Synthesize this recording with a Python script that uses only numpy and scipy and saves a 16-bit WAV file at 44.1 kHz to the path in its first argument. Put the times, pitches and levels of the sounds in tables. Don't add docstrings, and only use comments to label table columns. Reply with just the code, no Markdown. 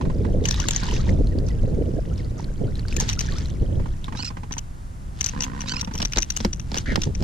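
import sys
import numpy as np
from scipy import signal
from scipy.io import wavfile

SR = 44100
rng = np.random.default_rng(int(sys.argv[2]) if len(sys.argv) > 2 else 0)


def to_wav(s):
    ch = np.atleast_2d(s).T
    pcm = np.round(np.clip(ch, -1, 1) * 32767)
    wavfile.write(sys.argv[1], SR, pcm.astype(np.int16))


N = 318881
TIME = np.arange(N) / SR
CUTOFF_HZ = 15000
SIDES = np.array([[.5], [-.5]])

# t/s, level/dB, decay/s
TAIL_SLAPS = [(.457, -34, 0.0018), (.512, -37, 0.006), (.6, -32, 0.0051), (.686, -15.5, 0.003),
              (3.003, -33.5, 0.039), (3.089, -29, 0.0075), (3.097, -39, 0.0036), (3.21, -31, 0.012)]
# t/s, duration/s, level/dB
SPLASHES = [(0.434, .21, -38.5), (0.701, .25, -37.5), (1.071, .04, -46.5), (1.458, .03, -48),
            (2.164, .025, -50), (2.369, .035, -47), (2.748, .05, -51), (2.871, .1, -45.5),
            (2.991, .025, -35), (3.07, .032, -33), (3.181, .025, -39), (3.219, .19, -42.5),
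            (4.028, .03, -50)]
# peak t/s, level/dB
TWISTS = [(5.205, -53), (5.276, -36), (5.436, -38), (5.621, -41.5), (6.025, -39), (6.175, -40), (6.23, -60),
          (6.3, -54), (6.372, -50), (6.444, -38), (6.781, -34), (7.035, -38), (7.23, -42)]
# f/Hz, level/dB
SPRAY_SPECTRUM = [(500, -20), (850, 11.5), (1300, 0.5), (1800, 8), (2400, -1), (3500, 4), (4900, 1),
                  (6200, 3.5), (7400, -14.5), (8500, -44), (10500, -22), (12500, -21), (15500, -31)]
# t/s, level/dB, nominal f/Hz
DROPS = [(0.44, -40, 3670), (0.5428, -29, 3760), (0.597, -34, 980), (0.608, -41, 1210), (0.619, -37, 980),
         (0.641, -33, 1610), (.655, -37, 1130), (0.834, -31, 4330), (0.911, -31.5, 2970),
         (.938, -35.5, 6200), (1.092, -32.5, 2040), (1.271, -41.5, 4230), (1.387, -40, 4700),
         (1.486, -37.5, 5930), (2.179, -43.5, 5270), (2.246, -47.5, 4470), (2.397, -36.5, 900),
         (2.443, -41.5, 4350), (2.755, -39.5, 4030), (2.794, -39, 4400), (2.852, -41.5, 1550),
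         (2.883, -35, 4640), (2.926, -32.5, 2570), (3.003, -31.5, 925), (3.322, -35.5, 4320),
         (3.384, -33, 5700), (3.457, -38, 4130), (3.502, -47, 3100), (4.043, -35.5, 3670)]
# t/s, duration/s, level/dB, start f/Hz, end f/Hz
AIR_POCKETS = [(0.574, 0.035, -42, 1120, 1390), (.623, .025, -38, 1390, 1670),
               (.733, 0.024, -38, 1530, 1810), (.787, 0.015, -45, 1670, 1920),
               (0.826, 0.011, -38, 960, 1160), (0.831, 0.015, -34, 1450, 1710),
               (0.856, 0.023, -39, 934, 1080), (0.886, .009, -28, 2900, 3230),
               (.919, 0.012, -31, 910, 1100), (.955, .016, -46, 1600, 1850), (.963, .014, -32, 2530, 2920),
               (0.994, 0.024, -38.5, 1190, 1450), (1.068, 0.016, -36, 830, 1050),
               (1.086, 0.014, -35, 1800, 2530), (1.318, 0.024, -47, 1930, 1700),
               (1.502, 0.02, -43, 2020, 1900), (1.587, 0.026, -55, 1510, 1800),
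               (2.113, .025, -47, 1250, 1650), (2.196, .018, -42, 2110, 1820),
               (2.378, .03, -49, 1135, 1460), (2.483, .014, -45, 1500, 1650),
               (2.677, 0.025, -46, 1400, 1650), (2.983, 0.017, -32, 1830, 1600),
               (3.013, .025, -38, 770, 950), (3.035, .022, -44, 1430, 1690), (3.112, .025, -45, 1750, 2040),
               (3.173, 0.016, -37, 1340, 1550), (3.285, 0.016, -29, 1590, 2000),
               (3.322, .03, -42, 1060, 1290), (3.355, 0.038, -43, 1290, 1570),
               (3.42, 0.022, -51, 1600, 1950)]
# t/s, ping level/dB, ping f/Hz, clack level/dB, clack f/Hz, snap level/dB,
# bead return delay/s, return level/dB re the shake, pan/dB
SHAKES = [(0.4552, -22, 6280, -24, 2490, -39, 0.0037, -12, 6),
          (0.4873, -18.5, 6100, -45, 1810, -49.0, 0.0023, -11, 5),
          (0.5104, -19.5, 5860, -26, 3300, -39, 0.0092, -16, 5),
          (0.601, -23, 5930, -30, 2850, -43.5, 0.005, -14, 6),
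          (0.6855, -20.5, 6750, -25.5, 2780, -35.5, 0.0041, -7, 10),
          (0.709, -21, 6700, -25.5, 3900, -43, 0.0097, -25, 5),
          (0.7342, -29, 5840, -45, 3790, -59.5, 0.014, -3, 4),
          (0.7623, -17, 6130, -49, 4380, -45, 0.0041, -16, 4),
          (2.9659, -21.5, 6650, -29, 2780, -37, 0.0046, -9, 7),
          (3.0004, -20.0, 5860, -31, 4390, -34, 0.008, -2, 2),
          (3.0907, -25, 6100, -24.5, 3850, -40, 0.0069, -1, 7),
          (3.1304, -28.5, 6000, -34.0, 2430, -45, 0.0037, -7, 4),
          (3.1919, -22.5, 5980, -33.5, 2690, -43, 0.0062, -8, 4),
          (3.2072, -25, 5960, -32.5, 2850, -42, 0.0034, -6, 5),
          (4.5233, -29, 6100, -36, 3200, -51, 0.0056, -3.5, 4),
          (4.5378, -36, 5960, -38, 2430, -62.5, 0.0033, -15, 3),
          (4.582, -26.5, 6090, -34, 2870, -45, 0.0072, -4.5, 3),
          (5.21, -18, 6100, -26.5, 2570, -38.5, 0.0038, -12, 6),
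          (5.2433, -19.5, 6050, -43, 2870, -44, 0.0034, -23, 10),
          (5.2618, -19, 5960, -32, 2770, -39.5, 0.0054, -7, 8),
          (5.288, -28.0, 6000, -36.5, 2970, -51, 0.0063, 0, 7),
          (5.4071, -21, 6040, -35.0, 2530, -59, 0.014, -5, 7),
          (5.4227, -27.0, 6000, -31.5, 2820, -45, 0.0124, 2, 2),
          (5.4398, -25.5, 6400, -29.5, 2900, -42, 0.0061, -8, 11),
          (5.6071, -30.5, 6020, -36, 2780, -49, 0.0096, 0.5, 6),
          (5.812, -23, 5870, -30, 4600, -43, 0.0045, -8, 3),
          (5.847, -35.5, 5760, -38.5, 2660, -57, 0.0055, -12, 3),
          (5.9382, -33, 5700, -45.5, 2820, -56, 0.0057, -6, 1),
          (5.9536, -33, 5940, -38, 2750, -49, 0.0042, -5, 3),
          (5.9786, -30.5, 5800, -38, 3000, -47, 0.0081, -2, 2),
          (6.0187, -25.5, 5660, -27.5, 2820, -47.5, 0.0076, -0.5, 1),
          (6.051, -22, 5700, -28, 1760, -43.0, 0.004, -2, 4),
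          (6.1224, -31.0, 5700, -34, 2710, -48.0, 0.012, 4, 4),
          (6.1338, -38, 5800, -28.5, 2520, -56, 0.0043, -24, 1),
          (6.1599, -35, 6310, -28.5, 4130, -60, 0.012, 7.5, 7),
          (6.1858, -15, 6090, -27.5, 2290, -45, 0.0039, -19, 8),
          (6.2231, -20, 6100, -27.5, 2970, -40, 0.0062, -3, 5),
          (6.3032, -19.5, 5870, -25.5, 4800, -39, 0.015, -23, 7),
          (6.366, -21.5, 6280, -30.5, 2780, -39, 0.0066, -0.5, 7),
          (6.4085, -32.0, 5810, -46, 1810, -59.5, 0.0031, -16, 7),
          (6.531, -26, 5980, -38, 3000, -53, 0.0041, -3, 6),
          (6.5973, -34.5, 5950, -39.5, 2800, -55, 0.0047, -8, 5),
          (6.774, -24, 5950, -29, 2900, -47, 0.0089, -2, 5),
          (6.7841, -28, 6340, -33, 3200, -49, 0.0041, -17, 6),
          (7.0183, -27, 5900, -31.0, 2950, -45, 0.0026, -7, 3),
          (7.0352, -25.5, 5900, -31, 3280, -56, 0.0052, -6, 6),
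          (7.1507, -31.5, 5960, -39.5, 2830, -61, 0.0117, -23, 5)]
# t/s re the click, level/dB
ONSET_AND_AFTER_HITS = [(-.003, -18), (-.0011, -10.5), (.0017, -18.5), (.0036, -9)]
# f/Hz, bandwidth/Hz, level/dB, pan/dB, lead/rad
LURE_SHELL_MODES = [(5180, 690, -19.5, -3, 1.19), (5760, 160, -19, 8, 1.3), (6120, 300, 4.5, 2.5, 2.01),
                    (6460, 420, -3.5, 5, 1.95), (6930, 310, -8.5, -1.5, 2)]
LURE_BODY_MODES = [(1340, 310, -8, 3.5, -1), (2120, 820, 4, 0, -2.1), (2814, 186, -4.5, -5.5, 0.019),
                   (3470, 920, 4, -10, 1), (4200, 720, 0.5, -3, -1.65)]
# f/Hz, level/dB
SNAP_SPECTRUM = [(7000, 10), (9000, 8), (10800, -3), (12800, 5), (14000, 3), (15500, -20)]
# t/s, smack level/dB, thud level/dB, pan/dB
BLOWS = [(6.002, -21.5, -25, 3), (6.026, -18, -27.5, 8), (6.162, -26, -17.5, 3), (6.173, -20, -14.5, 1),
         (6.182, -14.5, -38, 4), (6.403, -24.5, -19.5, 2), (6.4477, -13, -6, 1.5), (6.717, -27, -20, -1),
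         (6.743, -18.5, -25.5, -6), (6.756, -23, -30, -4), (6.767, -23, -18.5, 0), (6.921, -32, -21, -19),
         (6.957, -10.5, -35, 0), (6.975, -39, -17, -20.5), (7.071, -52, -23, -20), (7.224, -28.5, -20, -10)]
# f/Hz, bandwidth/Hz, level/dB
HULL_MODES = [(112, 28, -12), (170, 21.7, -11.5), (212.4, 28.6, -4), (290, 14.7, -17), (351, 14.6, -18.5),
              (451, 68, -8.5), (561, 52, -11.5), (674, 40, -22.5), (890, 120, -6), (1870, 140, -15)]
# f/Hz, level/dB
SMACK_SPECTRUM = [(300, -30), (600, 4.5), (950, -0.5), (1400, -6), (2800, -9), (4500, -5.5), (6000, 1),
                  (8500, -64), (15000, -17)]
SQUELCH_SPECTRUM = [(250, -4), (550, 0.5), (900, 1), (1300, -3), (2200, -8), (3200, -16)]
SCUFF_SPECTRUM = [(1000, -27), (1350, -13), (1600, 10.5), (2150, -5), (2500, -1), (3500, 0), (6000, -8.5),
                  (9000, -112)]
# t/s, level/dB
BUMPS = [(6.046, -15), (6.166, -11), (6.438, -20)]
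# t/s, level/dB
SLOW_SLIPS = [(0.011, -28.5), (0.052, -35), (0.099, -34), (0.247, -32.5), (.828, -31), (0.857, -39),
              (.884, -33), (0.923, -37), (1.074, -33.5), (3.796, -36), (3.858, -35.5), (4.081, -32),
              (4.124, -30.5), (4.15, -33), (4.192, -32.5), (4.231, -37), (4.304, -36), (4.369, -31.5),
              (4.433, -34.5), (4.509, -32.5), (4.567, -34.5), (5.828, -33), (5.874, -31), (5.911, -33),
              (5.949, -32), (6, -28)]
# t/s, slip rate/Hz, level/dB
FAST_CREAK = [(5.335, 72, -25), (5.437, 67.6, -27.5), (5.513, 56, -26), (5.581, 74, -26.5),
              (5.662, 48, -25.5), (5.74, 53, -25.5), (5.807, 68, -37)]
# f/Hz, bandwidth/Hz, level/dB, pan/dB, lead/rad
TACKLE_MODES = [(167, 20, -1, 0, 1), (246.5, 50.4, 1.5, 1.5, 0.5), (497, 14, -18.5, 11, 1.5),
                (1010, 60, -3, -8.5, -2), (1516, 75, -16, -23.5, 1.5), (1890, 66, -11, 0.5, 1.5),
                (4000, 3900, -10.5, -13, 7.5)]
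# f/Hz, bandwidth/Hz, level/dB
TACKLE_BODY_MODES = [(196, 31, 1.5), (280, 31, -6), (402, 28, -12.5), (556, 55, -29), (857, 37, -3)]
# f/Hz, level/dB
GRIT_SPECTRUM = [(350, -17), (600, -30.5), (950, 28.5), (1300, -25.5), (1900, -2.5), (2600, -8.5),
                 (4200, -13.5), (7000, -10.5), (9000, -13)]
RASP_SPECTRUM = [(900, -9), (1700, 3.5), (2700, 2), (4400, 3), (5400, 5.5), (7500, -14), (9000, -50)]
# t/s, f/Hz, level/dB, rasp offset/dB
PULLS = [
    [(4.158, 1214, -55, 4), (4.183, 1325, -45, -2), (4.195, 1420, -44, -6), (4.203, 1514, -40, -21),
     (4.217, 1464, -45, -6), (4.24, 1352, -49, -10), (4.27, 1420, -43.5, -6), (4.29, 1230, -47, -16),
     (4.31, 1040, -62, -3)],
    [(5.66, 1176, -55, 1), (5.686, 1303, -40.5, -3), (5.698, 1457, -37, -2), (5.706, 1526, -41, -16),
     (5.722, 1516, -32.5, -11), (5.733, 1594, -54, -17), (5.739, 1315, -45, -10), (5.747, 1293, -37, -13),
     (5.755, 1582, -52, -11), (5.769, 1475, -42, -14), (5.785, 1383, -41.5, -24), (5.796, 1430, -41, 5),
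     (5.814, 1170, -52, -4)],
]
# t/s, duration/s
PITCH_JUMPS = [(4.224, 0.0095), (4.247, 0.0087), (4.276, .015), (5.76, 0.011)]
# f/Hz, level/dB
SQUEAL_RESPONSE = [(1200, -7), (1600, -2.5), (2600, -1), (3700, 4.5), (4400, 7.5), (5200, 6.5), (6200, 1),
                   (7600, -6.5), (9000, -69), (13000, -42)]
# t/s, f/Hz, level/dB
SLEEVE_SQUEAK = [(6.856, 1750, -53), (6.864, 1786, -35), (6.889, 2046, -30), (6.909, 1946, -31),
                 (6.935, 1840, -37), (6.946, 1740, -48)]
# t/s, level/dB
WIND_STRENGTH = [(0, -26), (.42, -21), (.58, -26), (.84, -25), (.95, -21), (1.62, -22.5), (1.9, -29),
                 (2.1, -25.5), (2.4, -32), (2.68, -23.5), (2.8, -26), (3.66, -25), (3.82, -23),
                 (4.0, -31.5), (4.65, -35), (5.2, -32.5), (6.1, -33), (7.23, -27)]
# t/s, duration/s, level/dB
GUSTS = [(-.03, 0.16, -23.5), (0.12, 0.4, -25), (0.548, 0.16, -29.5), (1.075, 0.096, -18.5),
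         (1.172, 0.054, -18), (1.329, 0.14, -26.5), (1.621, 0.18, -25), (1.753, 0.14, -26),
         (1.86, 0.15, -28), (1.994, 0.53, -33.5), (2.586, 0.092, -24), (2.915, 0.13, -30.5),
         (3.264, 0.088, -32), (3.601, 0.055, -21), (3.678, 0.15, -27), (4.11, 0.057, -32.5),
         (5.924, 0.15, -37), (6.858, 0.12, -27.5), (7.046, 0.068, -26), (7.194, 0.08, -20.5)]
# t/s, level/dB, f/Hz
EDDY_THUMPS = [(.043, -27, 403), (.159, -23, 377), (0.213, -21, 380), (.273, -24.5, 369), (0.344, -21, 500),
               (0.361, -37, 473), (0.421, -19, 363), (.448, -25.5, 395), (.952, -33.5, 352),
               (1.11, -29, 410), (1.207, -19.5, 354), (1.383, -23, 411), (1.681, -23.5, 427),
               (1.787, -19, 394), (1.817, -16, 375), (1.89, -21, 356), (1.941, -29, 463),
               (1.987, -22.5, 574), (2.638, -23, 426)]
# f/Hz, level/dB
RUMBLE_SPECTRUM = [(15, 0.5), (30, -0.5), (70, -2.5), (130, -8.5), (200, -16), (300, -26.5), (500, -41)]
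TURBULENCE_SPECTRUM = [(70, 3.5), (140, 2.5), (250, -4), (450, -8.5), (600, -15.5), (800, -18.5),
                       (1300, -30)]
FINE_EDDY_SPECTRUM = [(300, -1.5), (420, 0), (530, 2), (640, -19), (800, -28)]
# f/Hz, level/dB
AMBIENT_SPECTRUM = [(290, -56), (500, -22), (548, -11), (699, 1), (1000, -3.5), (1610, -10.5),
                    (1870, -12.5), (2490, -18), (4490, -23), (4870, -19), (7910, -18.5), (10300, -21.5),
                    (13000, -33.5), (15500, -60)]
# f/Hz, correlation
WIND_CORRELATION = [(25, 1), (70, 0.85), (160, 0.75), (320, 0.58), (600, -0.083), (1000, 0.62)]
SOUND_CORRELATION = [(500, -0.71), (1000, -0.78), (2000, 0.11), (3800, 1), (6000, 0.23), (9000, -0.38),
                     (13000, 0.24)]


def thrashing(bubbles_db=.5, plinks_db=-10.5, lapping_db=-61.5, fizz_db=-8, lifted_s=4.1):
    flow = spray_flow(lifted_s)
    writhing = sum(from_db(db - 1.5) * flare(s, 0, rise_s=.045, fall_s=.031) for s, db in TWISTS)
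    fizz = rms_one(noise(SPRAY_SPECTRUM) * from_db(4 * drift(450)))
    cloud = bubble_cloud(flow, 750, 8000, count=4600, spread=3.5, cycles=18, rise=.1, crowding=.8)
    plinks = bubble_cloud(flow, 780, 2400, count=100, spread=3.3, cycles=50, rise=.08, crowding=1.3)
    stirring = from_db(lapping_db) * (TIME < lifted_s)
    lapping = bubble_cloud(stirring, 1100, 3200, count=260, spread=2, cycles=24, rise=.12, crowding=1)
    slaps = from_db(.5) * bursts(TAIL_SLAPS, attack_s=.00012)
    bubbles = from_db(bubbles_db) * cloud + from_db(plinks_db) * plinks + lapping
    return bubbles + fizz * (from_db(fizz_db) * flow + slaps + writhing)


def spray_flow(lifted_s, attack_s=.015, trickle_db=-60):
    power = from_db(trickle_db) ** 2 * (TIME < lifted_s)
    for s, length, db in SPLASHES:
        fallback_s = .02 + .3 * length
        power += (from_db(db) * flare(s + attack_s, length - attack_s, attack_s / 2, fallback_s)) ** 2
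    return np.sqrt(power)


def bubble_cloud(flow, low_hz, high_hz, count, spread, cycles, rise, crowding, pan_db=4):
    out, cumulative = np.zeros((2, N)), np.cumsum(flow ** crowding)
    when, pitch, size, length, place, depth = rng.random((count, 6)).T
    onset = np.minimum(np.searchsorted(cumulative, when * cumulative[-1]), N - 1)
    hz = low_hz * (high_hz / low_hz) ** (pitch ** .7)
    db = at_hz(SPRAY_SPECTRUM, hz) - spread * np.log(size + .039)
    gain = from_db(db) * hz ** 1.18 * flow[onset] ** (1 - crowding / 2)
    lead = (2 * depth - 1) * np.pi * np.clip(1 - at_hz(SOUND_CORRELATION, hz), 0, 1) ** .5
    for k in range(count):
        ringing = bubble(hz[k], cycles * (.5 + length[k]), rise)
        add(out, onset[k] / SR, gain[k] * at_ports(ringing, pan_db * (2 * place[k] - 1), lead[k]))
    return rms_one(out) * np.sqrt(np.mean(flow ** 2))


def bubble(hz, cycles, rise):
    age = np.arange(int(cycles * SR / hz) + 2) * hz / SR / cycles
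    envelope = from_db(-60 * age) * (1 - np.exp(-age * cycles))
    return envelope * np.exp(2j * np.pi * cycles * (age + rise * age ** 2 / 2))


def drops(bubble_db=14.5, tick_db=2.5, tick_s=.0047):
    out, t = np.zeros((2, N)), np.arange(400) / SR
    for s, db, hz in DROPS:
        ringing = bubble(hz * .97, cycles=np.sqrt(hz) / 2, rise=.15)
        add(out, s, from_db(db + bubble_db) * at_ports(ringing, rng.normal(0, .9), rng.normal()))
        tick = rng.standard_normal(len(t)) * np.exp(-t / tick_s)
        add(out, s, from_db(db + tick_db) * lowpass(tick, min(2 * hz, 6000)))
    return out


def gurgles(gain_db=4, attack_s=.0014, fade_db=-15.5, wobble=.032, pan_db=3.5, lead=.94):
    out, shape = np.zeros((2, N)), drift(140)
    for s, length, db, start_hz, end_hz in AIR_POCKETS:
        age = np.linspace(0, 1, int(length * SR))
        hz = start_hz * (end_hz / start_hz) ** age * (1 + wobble * shape[int(s * SR):][:len(age)])
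        gate = (1 - np.exp(-age * length / attack_s)) * (1 - age ** 10)
        wave = from_db(db + gain_db + fade_db * age) * gate * phasor(hz)
        add(out, s, at_ports(wave, pan_db * rng.normal(), lead * rng.normal()))
    return out


def lure(shell_hz=6140, emphasis_db=10, emphasis_octaves=.3, stray_s=.04, snap_db=9.5, snap_s=.001):
    out, snaps = np.zeros((2, N)), []
    for s, ping, ping_hz, clack, clack_hz, snap, return_s, return_db, pan in SHAKES:
        shell = [(hz * ping_hz / shell_hz, *rest) for hz, *rest in LURE_SHELL_MODES]
        body = []
        for hz, width, db, *place in LURE_BODY_MODES:
            nearness = np.exp(-(np.log2(hz / clack_hz) / emphasis_octaves) ** 2)
            body.append((hz, width, db + emphasis_db * nearness, *place))
        clicks = [(0, 0), (return_s, return_db)]
        clicks += [(delay * rng.uniform(.6, 1.4), db) for delay, db in ONSET_AND_AFTER_HITS]
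        clicks += [(stray_s * late, -13.5 - 12 * late) for late in rng.random(3)]
        for delay, db in clicks:
            click = from_db(ping) * lure_click(shell, scatter_db=3.5, detune=.026, pan_db=pan)
            click += from_db(clack - .5) * lure_click(body, scatter_db=-1, detune=.064, pan_db=pan)
            add(out, s + delay, from_db(db) * click)
            snaps.append((s + delay, snap + snap_db + db, snap_s))
    return lowpass(out, 7800, order=6) + bursts(snaps, attack_s=.0001, size=600) * noise(SNAP_SPECTRUM)


def lure_click(modes, scatter_db, detune, pan_db, chatter_db=-7.5, chatter_s=.00075, size=900):
    force = from_db(chatter_db) * rng.standard_normal(size) * np.exp(-np.arange(size) / SR / chatter_s)
    force[0] = 1
    wave = signal.fftconvolve(strike(modes, scatter_db, detune, size), force[None], axes=1)[:, :size]
    wave *= from_db(pan_db * SIDES)
    return rms_one(wave) * np.sqrt(.005 * SR / size)


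def landing(smack_s=.0033, squelch_db=-10.5, squelch_s=.0082, thud_db=-.5, flesh_s=.002):
    smacks = bursts([(s, db, smack_s) for s, db, *_ in BLOWS], attack_s=.00023)
    squelches = bursts([(s, db + squelch_db, squelch_s) for s, db, *_ in BLOWS], attack_s=.001)
    out = smacks * noise(SMACK_SPECTRUM) + squelches * noise(SQUELCH_SPECTRUM)
    for s, _, db, pan in BLOWS:
        boom = strike(HULL_MODES, scatter_db=2, detune=.025, size=9000)
        loading = 1 - np.exp(-np.arange(boom.shape[1]) / SR / flesh_s)
        add(out, s, from_db(db + thud_db + pan * SIDES) * loading * boom)
    return out


def leg_bumps(hz=38, decay_s=.031):
    return sum(bursts([(s, db, decay_s)], attack_s=.0055, size=8000)
               * np.sin(2 * np.pi * hz * (TIME - s)) for s, db in BUMPS)


def creak(fast_db=-3.5, unevenness=.055, catch_s=.00308, slow_rub_s=.012, fast_rub_s=.0042):
    s, rate, db = np.transpose(FAST_CREAK)
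    slip_hz = np.interp(TIME, s, rate, left=0, right=0) * (1 + unevenness * drift(38))
    times = TIME[1:][np.diff(np.ceil(np.cumsum(slip_hz) / SR)) > 0]
    fast = list(zip(times, np.interp(times, s, db) + fast_db + rng.normal(size=len(times))))
    slow = [(t, level + 1) for t, level in SLOW_SLIPS]
    catches = [(t + catch_s * rng.uniform(.45, 1.76), level - 1.5) for t, level in SLOW_SLIPS]
    rubs = [(t, level - 3, slow_rub_s) for t, level in SLOW_SLIPS]
    rubs += [(t, level - 7, fast_rub_s) for t, level in fast]
    out = bursts(rubs, attack_s=.00054) * noise(GRIT_SPECTRUM) * from_db(-4 * SIDES)
    for t, level in slow + fast + catches:
        add(out, t, from_db(level) * strike(TACKLE_MODES, scatter_db=2.5, detune=.04, size=4000))
    for t, level in SLOW_SLIPS:
        body = strike(TACKLE_BODY_MODES, scatter_db=1, detune=.037, size=5000)
        add(out, t, from_db(level - 2.5) * body)
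    return lowpass(out, 5130)


def squeal(jump_hz=2520, jump_db=7.5, waver=.0048, rough_db=4.5, pan_db=-6, lead=-1.4, harmonics=7):
    out, rasp = np.zeros((2, N)), noise(RASP_SPECTRUM)
    jitter = 1 + waver * drift(510)
    flutter = from_db(rough_db * np.clip(drift(240), -1.5, 1.5))
    flicker_db = 4.5 * np.array([np.clip(drift(60), -2, 1.5) for _ in range(harmonics)]) - 1
    jumped = np.any([(TIME > s) & (TIME < s + length) for s, length in PITCH_JUMPS], axis=0)
    for pull in PULLS:
        s, *columns = np.transpose(pull)
        on = (TIME > s[0]) & (TIME < s[-1])
        pitch, db, rasp_db = (np.interp(TIME[on], s, column) for column in columns)
        hz = np.arange(1, harmonics + 1)[:, None] * np.where(jumped[on], jump_hz, pitch) * jitter[on]
        tone = np.sum(from_db(at_hz(SQUEAL_RESPONSE, hz) + flicker_db[:, on]) * phasor(hz), axis=0)
        gain = flutter[on] * from_db(db + jump_db * jumped[on])
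        out[:, on] += gain * (at_ports(tone, pan_db, lead) + 2 * from_db(rasp_db) * rasp[:, on])
    return out


def sleeve_scuff(start_s=6.856, length_s=.0974, level_db=-36):
    weave = rms_one(noise(SCUFF_SPECTRUM) * from_db(3.7 * drift(220)))
    return from_db(level_db) * swell(start_s, length_s, edge_s=.0055) * weave


def sleeve_squeak(gain_db=-1, scatter_hz=270):
    s, hz, db = np.transpose(SLEEVE_SQUEAK)
    slips = lowpass(rng.standard_normal((2, N)), scatter_hz, order=4)
    wave = (rms_one(slips[0]) + 1j * rms_one(slips[1])) * phasor(np.interp(TIME, s, hz))
    return at_ports(wave, pan_db=0, lead=.99) * np.interp(TIME, s, from_db(db + gain_db), left=0, right=0)


def wind(rumble_db=1, turbulence_db=-2, fine_db=-43, growth=1.05, lumps_db=3.5, top_hz=680, pan_db=-4):
    wind_db = np.interp(TIME, *np.transpose(WIND_STRENGTH))
    gusts = sum(from_db(db) * swell(s, length, edge_s=.022) for s, length, db in GUSTS)
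    rumble = np.hypot(from_db(wind_db + rumble_db), gusts) * noise(RUMBLE_SPECTRUM, WIND_CORRELATION)
    breeze = from_db(-41 + 2.23 * (wind_db + 27))
    shedding = np.hypot(gusts, breeze)
    lumps = rms_one(from_db(lumps_db * np.clip(drift(45), -2, 2)))
    buffet = shedding * from_db(turbulence_db) * noise(TURBULENCE_SPECTRUM, WIND_CORRELATION)
    fine = (shedding / from_db(-28)) ** growth
    buffet += fine * from_db(fine_db) * noise(FINE_EDDY_SPECTRUM, WIND_CORRELATION)
    return rumble + lowpass(buffet * lumps, top_hz, order=6) * from_db(pan_db * SIDES)


def eddy_thumps(gain_db=-7, length_s=.024, scatter_hz=90, top_hz=660, pan_db=-5.5, lead=.45):
    out, t = np.zeros((2, N)), np.arange(int(length_s * SR)) / SR
    uneven = lowpass(rng.standard_normal((2, N)), scatter_hz)
    for s, db, hz in EDDY_THUMPS:
        real, imag = uneven[:, int(s * SR):][:, :len(t)]
        wave = (real + 1j * imag) * np.exp(2j * np.pi * hz * t) * np.hanning(len(t))
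        knock = rms_one(at_ports(wave, pan_db, lead * rng.normal()))
        add(out, s - length_s / 2, from_db(db + gain_db) * knock)
    return lowpass(out, top_hz, order=6)


def ambience(level_db=-50.5):
    return from_db(level_db) * noise(AMBIENT_SPECTRUM)


def strike(modes, scatter_db, detune, size):
    t, out = np.arange(size) / SR, 0
    for k, (hz, width, db, *place) in enumerate(modes):
        wave = np.exp((2j * np.pi * hz * (1 + detune * rng.normal()) - np.pi * width) * t)
        out = out + (-1) ** k * from_db(db + scatter_db * rng.normal()) * at_ports(wave, *place)
    return out


def noise(spectrum, correlation=SOUND_CORRELATION):
    low, high = spectrum[0][0], min(spectrum[-1][0], CUTOFF_HZ)
    edges = np.geomspace(low, high, int(2 * np.log2(high / low)) + 2)
    white, mid, side = rng.standard_normal((2, 2, N)), np.zeros(N), np.zeros(N)
    for k, band in enumerate(zip(edges, edges[1:])):
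        bandpass = signal.butter(2, band, "band", fs=SR, output="sos")
        shared, opposed = signal.sosfilt(bandpass, white[k % 2])
        hz = np.sqrt(band[0] * band[1])
        alike, gain = np.clip(at_hz(correlation, hz), -1, 1), from_db(at_hz(spectrum, hz))
        mid += gain * np.sqrt(1 + alike) * shared
        side += gain * np.sqrt(1 - alike) * opposed
    return rms_one(np.array([mid + side, mid - side]))


def drift(hz):
    pole = np.exp(-40 * np.pi * hz / SR)
    slow = signal.lfilter([1], [1, -2 * pole, pole * pole], rng.standard_normal(N // 20 + 2002))[2000:]
    return np.interp(np.arange(N) / 20, np.arange(len(slow)), rms_one(slow))


def bursts(rows, attack_s, size=6000):
    t, out = np.arange(size) / SR, np.zeros(N)
    for s, db, decay in rows:
        add(out, s, from_db(db) * (1 - np.exp(-t / attack_s)) * np.exp(-t / decay))
    return out


def swell(s, length, edge_s):
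    return np.clip(np.minimum(TIME - s, s + length - TIME) / edge_s, 0, 1)


def flare(s, hold_s, rise_s, fall_s):
    exponent = np.maximum(s - TIME, 0) / rise_s + np.maximum(TIME - s - hold_s, 0) / fall_s
    return np.exp(-np.minimum(exponent, 20))


def at_ports(wave, pan_db=0, lead=0):
    return np.imag(wave * from_db(pan_db * SIDES) * np.exp(1j * lead * SIDES))


def phasor(hz):
    return np.exp(2j * np.pi * np.cumsum(hz, axis=-1) / SR)


def lowpass(x, hz, order=2):
    return signal.sosfilt(signal.butter(order, hz, fs=SR, output="sos"), x + 1e-18)


def at_hz(points, hz):
    points = np.array(points)
    return np.interp(np.log(hz), np.log(points[:, 0]), points[:, 1])


def add(out, s, sound):
    start = int(np.clip(s * SR, 0, N - 1))
    out[..., start:start + sound.shape[-1]] += sound[..., :N - start]


def from_db(db):
    return 10 ** (np.asarray(db) / 20)


def rms_one(x):
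    return x / np.sqrt(np.mean(x ** 2) + 1e-20)


def scene():
    background = ambience() + wind() + eddy_thumps()
    fish = thrashing() + gurgles() + drops() + lure() + landing() + leg_bumps()
    friction = sleeve_scuff() + creak() + squeal() + sleeve_squeak()
    return fish + friction + background


def record(dry):
    return signal.sosfilt(signal.ellip(10, .2, 80, CUTOFF_HZ, fs=SR, output="sos"), np.tanh(dry))


dry = scene()
out = record(dry)
to_wav(out)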